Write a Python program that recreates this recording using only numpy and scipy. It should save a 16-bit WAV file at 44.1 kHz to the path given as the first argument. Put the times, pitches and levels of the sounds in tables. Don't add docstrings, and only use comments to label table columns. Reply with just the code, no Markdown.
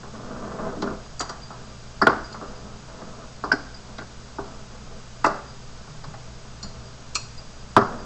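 import sys
import numpy as np
from scipy import signal
from scipy.fft import rfft, irfft, next_fast_len
from scipy.io import wavfile

SR = 44100
rng = np.random.default_rng(int(sys.argv[2]) if len(sys.argv) > 2 else 0)


def transcribe(signal):
    frames = np.atleast_2d(signal).T
    limited = np.clip(frames, -1, 1)
    pcm = np.round(limited * 32767).astype(np.int16)
    wavfile.write(sys.argv[1], SR, pcm)


N = 355005
T = np.arange(int(.7 * SR)) / SR
HZ = np.fft.rfftfreq(4096, 1 / SR)


def amp(db):
    return 10 ** (np.asarray(db) / 20)


def evened(x):
    return x / np.sqrt(np.mean(x ** 2) + 1e-20)


def curve(points):
    hz, db = np.transpose(points)
    return np.interp(np.log(HZ + 1), np.log(hz + 1), db)


def bell(hz, octaves):
    return np.exp(-.5 * (np.log2((HZ + 1) / hz) / octaves) ** 2)


def colour(x, db):
    log_gain = np.log(amp(np.r_[db, db[-2:0:-1]]))
    taps = np.fft.ifft(np.exp(np.conj(signal.hilbert(log_gain)))).real
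    return signal.fftconvolve(x, taps)[:len(x)]


def low_pass(x, hz):
    taps = signal.firwin(511, hz, window=("kaiser", 8), fs=SR)
    return signal.oaconvolve(x, taps[None], "same")


def fade(t60):
    return np.exp(-np.log(1000) * T / max(t60, 1e-3))


def sized(x, t60):
    return x * np.linalg.norm(fade(t60)) / np.linalg.norm(x)


def add(mix, start_s, sound):
    part = mix[max(round(start_s * SR), 0):][:len(sound)]
    part += sound[:len(part)]


def hiss(level_db=-40.5):
    # pitch_hz, level_db
    noise_tone = [(22, 5), (33, -25), (57, 3.5), (95, -18.5), (135, -4), (215, -14), (300, -22.5),
                  (680, -20.5), (1500, -21), (1900, -26.5), (3400, -26.5), (6950, -26), (7300, -31.5),
                  (8100, -30.5)]
    tone_db = curve(noise_tone) + 4 * bell(4870, 0.053)
    return amp(level_db) * evened(colour(rng.standard_normal(N), tone_db))


def hum(waver=0.025):
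    # pitch_hz, level_db
    tones = [(59.5, -52.5), (119, -49.5)]
    t = np.arange(N) / SR
    drift = waver * np.interp(t, np.linspace(0, N / SR, 60), rng.standard_normal(60))
    return sum(np.sqrt(2) * amp(db) * np.sin(2 * np.pi * hz * t + drift) * (1 + drift)
               for hz, db in tones)


def room(x, wet_db=-12, t60=0.52):
    tail = rng.standard_normal(len(T)) * fade(t60)
    return x + amp(wet_db) * signal.fftconvolve(x, tail / np.linalg.norm(tail))[:len(x)]


def speaker_echo(x, delay_s=.2235):
    thin_db = -12.5 - 26 * (1 - bell(4900, 0.064))
    echoes = np.zeros(N)
    for turn in (1, 2):
        x = room(colour(x, thin_db), wet_db=-0.5, t60=.25)
        add(echoes, turn * delay_s, x)
    return echoes


def ring(tones, spread_db, damping=1):
    shares = amp(spread_db * rng.standard_normal(len(tones))) * rng.choice([-1, 1], len(tones))
    return sum(share * amp(db) * np.sin(2 * np.pi * hz * T) * fade(t60 / damping)
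               for share, (hz, db, t60) in zip(shares, tones))


def wood(t60, damping, tones_db):
    # pitch_hz, level_db, fade_s (before damping)
    wood_tones = [(115.9, -16, 0.39), (212.8, -7, 0.19), (247.4, -9.5, 0.19), (298.8, -5.5, 0.17),
                  (398, -3.5, 0.22), (504, -9.5, 0.088), (578, -16, 0.28), (660, -4.5, 0.2),
                  (731.7, -11, 0.28), (850, -1.5, 0.11), (975, -1.5, 0.069), (1063, -4, 0.067),
                  (1097, -2, 0.12), (1184.5, -1.5, 0.17), (1295, -3, 0.15), (1400, -4.5, 0.14),
                  (1490, -0.5, 0.051), (1566, -9.5, 0.094), (1758, -9, 0.082), (1972, -15, 0.13)]
    # pitch_hz, level_db
    clatter_tone = [(50, -44), (110, -1.5), (230, -7), (420, -2), (520, -4.5), (800, -1.5), (1200, -1.5),
                    (1500, -4.5), (1800, -11.5), (2300, -23.5), (3500, -35), (5000, -24), (8000, -53.5)]
    clatter = colour(rng.standard_normal(len(T)) * fade(t60), curve(clatter_tone))
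    return evened(clatter) + amp(tones_db) * evened(ring(wood_tones, spread_db=2, damping=damping))


def effort(rise_s=0.022, coast_db_per_s=136.5, handling_db=-50.5):
    # start_s, length_s, start_level_db, slope_db_per_s
    pushes = [(0.116, .57, -42.5, 24.5), (0.829, 0.11, -27.5, -66), (1.558, 0.18, -46.5, -15),
              (2.29, 0.51, -44, -6), (2.864, 0.37, -43, -5.5), (3.867, 0.032, -45.5, 0),
              (4.46, 0.098, -40.5, -44), (4.71, 0.25, -46.5, -15), (6.7, 0.3, -51.5, -15),
              (7.88, 0.14, -35, -20)]
    t = np.arange(N) / SR
    power = np.full(N, amp(handling_db) ** 2)
    for start_s, length_s, level_db, slope in pushes:
        age = t - start_s
        pushed_db = level_db + slope * np.clip(age, 0, length_s)
        coast_db = coast_db_per_s * np.maximum(age - length_s, 0)
        power += (np.clip(age / rise_s, 0, 1) * amp(pushed_db - coast_db)) ** 2
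    return np.sqrt(power)


def rolling(jolts_per_s=700, spots=3):
    # pitch_hz, level_db
    tyre_tone = [(60, -10.5), (150, 9.5), (225, 13.5), (300, 4), (400, 5.5), (600, 8), (880, 1), (1400, 0),
                 (2000, -0.5), (8000, -18.5)]
    rumble = np.zeros(N)
    for _ in range(spots):
        sizes = amp(3.5 * np.minimum(rng.exponential(1, N), 3)) * rng.choice([-1, 1], N)
        jolts = sizes * (rng.random(N) < jolts_per_s / spots / SR)
        board = colour(wood(0.065, damping=0.95, tones_db=2.5), curve(tyre_tone))
        rumble += signal.fftconvolve(jolts, board)[:N]
    return evened(rumble) * effort()


def frame_clicks(t60=.065, rise_s=0.00086):
    # start_s, crack_db, pitch_hz, width_octaves, ring_db
    clicks = [ (0.82, -31.5, 4000, .45, -59), (1.195, -29.5, 6900, 0.11, -37),
              (1.207, -25.5, 4900, 0.76, -54), (1.293, -35.5, 4670, 0.6, -46), (2.017, -23, 4870, .1, -57),
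              (2.068, -27.5, 3330, 0.36, -43), (2.326, -40, 4700, 0.15, -50),
              (3.441, -38.5, 4730, 0.16, -60), (3.516, -32, 2380, 0.29, -46),
              (3.519, -22, 4985, .12, -37.5), (3.982, -38.5, 3900, .3, -68), (5.243, -21.5, 1970, .08, -44),
              (5.245, -26.5, 2610, 0.074, -51), (5.260, -31, 5200, 0.42, -50),
              (6.039, -43.5, 4560, .18, -64), (6.629, -35, 4950, .2, -36.5), (7.147, -31, 6500, 0.67, -60),
              (7.153, -20, 5470, 0.46, -25.5), (7.153, -23, 2560, 0.083, -53),
              (7.154, -24.5, 1170, 0.22, -60), (7.765, -26.5, 3800, .42, -42)]
    # pitch_hz, level_db, fade_s
    frame_tones = [(4253, -10.5, 0.46), (4313, -3, 0.1), (4743, 4, 0.099), (4730, -12.5, .45),
                   (4850, -21.5, 0.25), (5770, -3.5, 0.11), (5900, -27, 0.096), (7050, -6.5, 0.13),
                   (7300, -22, 0.12), (7300, -23, 0.12)]
    mix = np.zeros(N)
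    for start_s, crack_db, pitch_hz, octaves, ring_db in clicks:
        burst = rng.standard_normal(len(T)) * fade(t60) * (1 - np.exp(-T / rise_s))
        tone_db = 20 * np.log10(bell(pitch_hz, octaves) + amp(-26))
        crack = amp(crack_db) * sized(colour(burst, tone_db), t60)
        metal = amp(ring_db) * ring(frame_tones, spread_db=-4)
        add(mix, start_s, room(crack + metal))
    return mix


def late_bass(x, lag_s=0.004115, corner_hz=600):
    size = next_fast_len(2 * len(x))
    hz = np.fft.rfftfreq(size, 1 / SR)
    delay_s = lag_s / (1 + (hz / corner_hz) ** 4)
    phase = 2 * np.pi * np.cumsum(delay_s) * hz[1]
    return irfft(rfft(x, size) * np.exp(-1j * phase), size)[:len(x)]


def knock(tone_db, t60, tail_db, desk_t60=0.51):
    blow = colour(wood(t60, damping=0.16 / t60, tones_db=2), tone_db)
    tail = colour(wood(desk_t60, damping=0.55, tones_db=0.5), tone_db)
    blow *= 1 - np.exp(-T / 0.0012)
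    swell = 1 - np.exp(-T / 0.014)
    return late_bass(sized(blow, t60) + amp(tail_db) * swell * sized(tail, desk_t60))


def hand_bumps():
    # start_s, level_db, pitch_hz
    bumps = [(5.874, -37, 149), (6.046, -34, 148), (6.629, -33.5, 195), (7.165, -37, 150)]
    mix = np.zeros(N)
    for start_s, level_db, pitch_hz in bumps:
        tone_db = 25 * bell(114, 0.33) + 21 * bell(pitch_hz, 0.1)
        add(mix, start_s, amp(level_db) * knock(tone_db, t60=0.32, tail_db=-17))
    return mix


def bike_knocks(leaves_board_s=1.1, back_on_board_s=7.5):
    # start_s, level_db, hollow_db, hard_db, spot_hz, spot_boost_db, tail_db
    knocks = [ (0.031, -36, 3, -4, 1290, -4, -2), (0.150, -35.5, 10, 1, 1320, 0, -8),
              (0.767, -27.5, 22, -13, 290, 9, -28), (0.796, -28.5, 30, -1, 230, 6, -31),
              (0.822, -19.5, 12, 2, 330, 1, -22), (0.871, -24.5, 11, -2, 1450, 8, -21),
              (0.907, -28.5, 21, -9, 1190, 14, -19), (1.202, -22.5, -5, 4, 1060, 4.5, -8),
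              (1.294, -29, -6.5, 1, 1040, -2, -7), (1.504, -33.5, 1, -6, 1080, 0, -3.5),
              (2.015, -11.5, 1.5, -1, 1354, 6.5, -23), (2.022, -14, 5.5, 1, 1730, 12.5, -15),
              (2.067, -4, 4.5, 5, 1450, 6.5, -15.5), (2.095, -16.5, -5.5, -9, 1480, 6, -7),
              (2.342, -33.5, -5, 5, 1280, 2, -6), (2.412, -31.5, 4, -10, 1150, 3, -3.5),
              (3.017, -33, 12, 6, 1360, -1, -24), (3.437, -21.5, 2.5, -16, 1090, 3, -7.5),
              (3.516, -10, -7.5, 8.5, 1528, 18.5, -17.5), (3.526, -19, 7.5, -6, 262, 11, -11.5),
              (3.984, -29.5, 10, 12, 1510, 14, -21), (4.012, -33, 7, 4, 1550, 7, -17),
              (4.384, -23.5, 7.5, -19, 970, 3, -10), (5.242, -10.5, -3.5, -2, 1340, 3.5, -9),
              (5.263, -15.5, 0.5, -1, 568, 15.5, -13.5), (6.039, -36.5, -22, 0, 860, 2, -14),
              (6.138, -36, -13, 12, 800, 19, -14), (7.765, -3, 2.5, -1.5, 1070, 4.5, -15.5),
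              (7.813, -18, -2, -7, 1330, 3, -9)]
    mix = np.zeros(N)
    for start_s, level_db, hollow_db, hard_db, spot_hz, spot_boost_db, tail_db in knocks:
        thud_db = -6.5 if leaves_board_s < start_s < back_on_board_s else 1
        body_db = thud_db * bell(114, 0.33) + hollow_db * bell(284, 0.69)
        tone_db = body_db + hard_db * bell(2110, 0.23) + spot_boost_db * bell(spot_hz, 0.1)
        add(mix, start_s, amp(level_db) * knock(tone_db, t60=0.098, tail_db=tail_db))
    return mix


def scene():
    action = rolling() + bike_knocks() + hand_bumps() + frame_clicks()
    return (action + speaker_echo(action) + hiss() + hum())[None]


def record(dry):
    narrow = low_pass(np.clip(dry, -1, 1), hz=8150)
    return low_pass(np.clip(narrow, -.7, .7), hz=11000)


dry = scene()
out = record(dry)
transcribe(out)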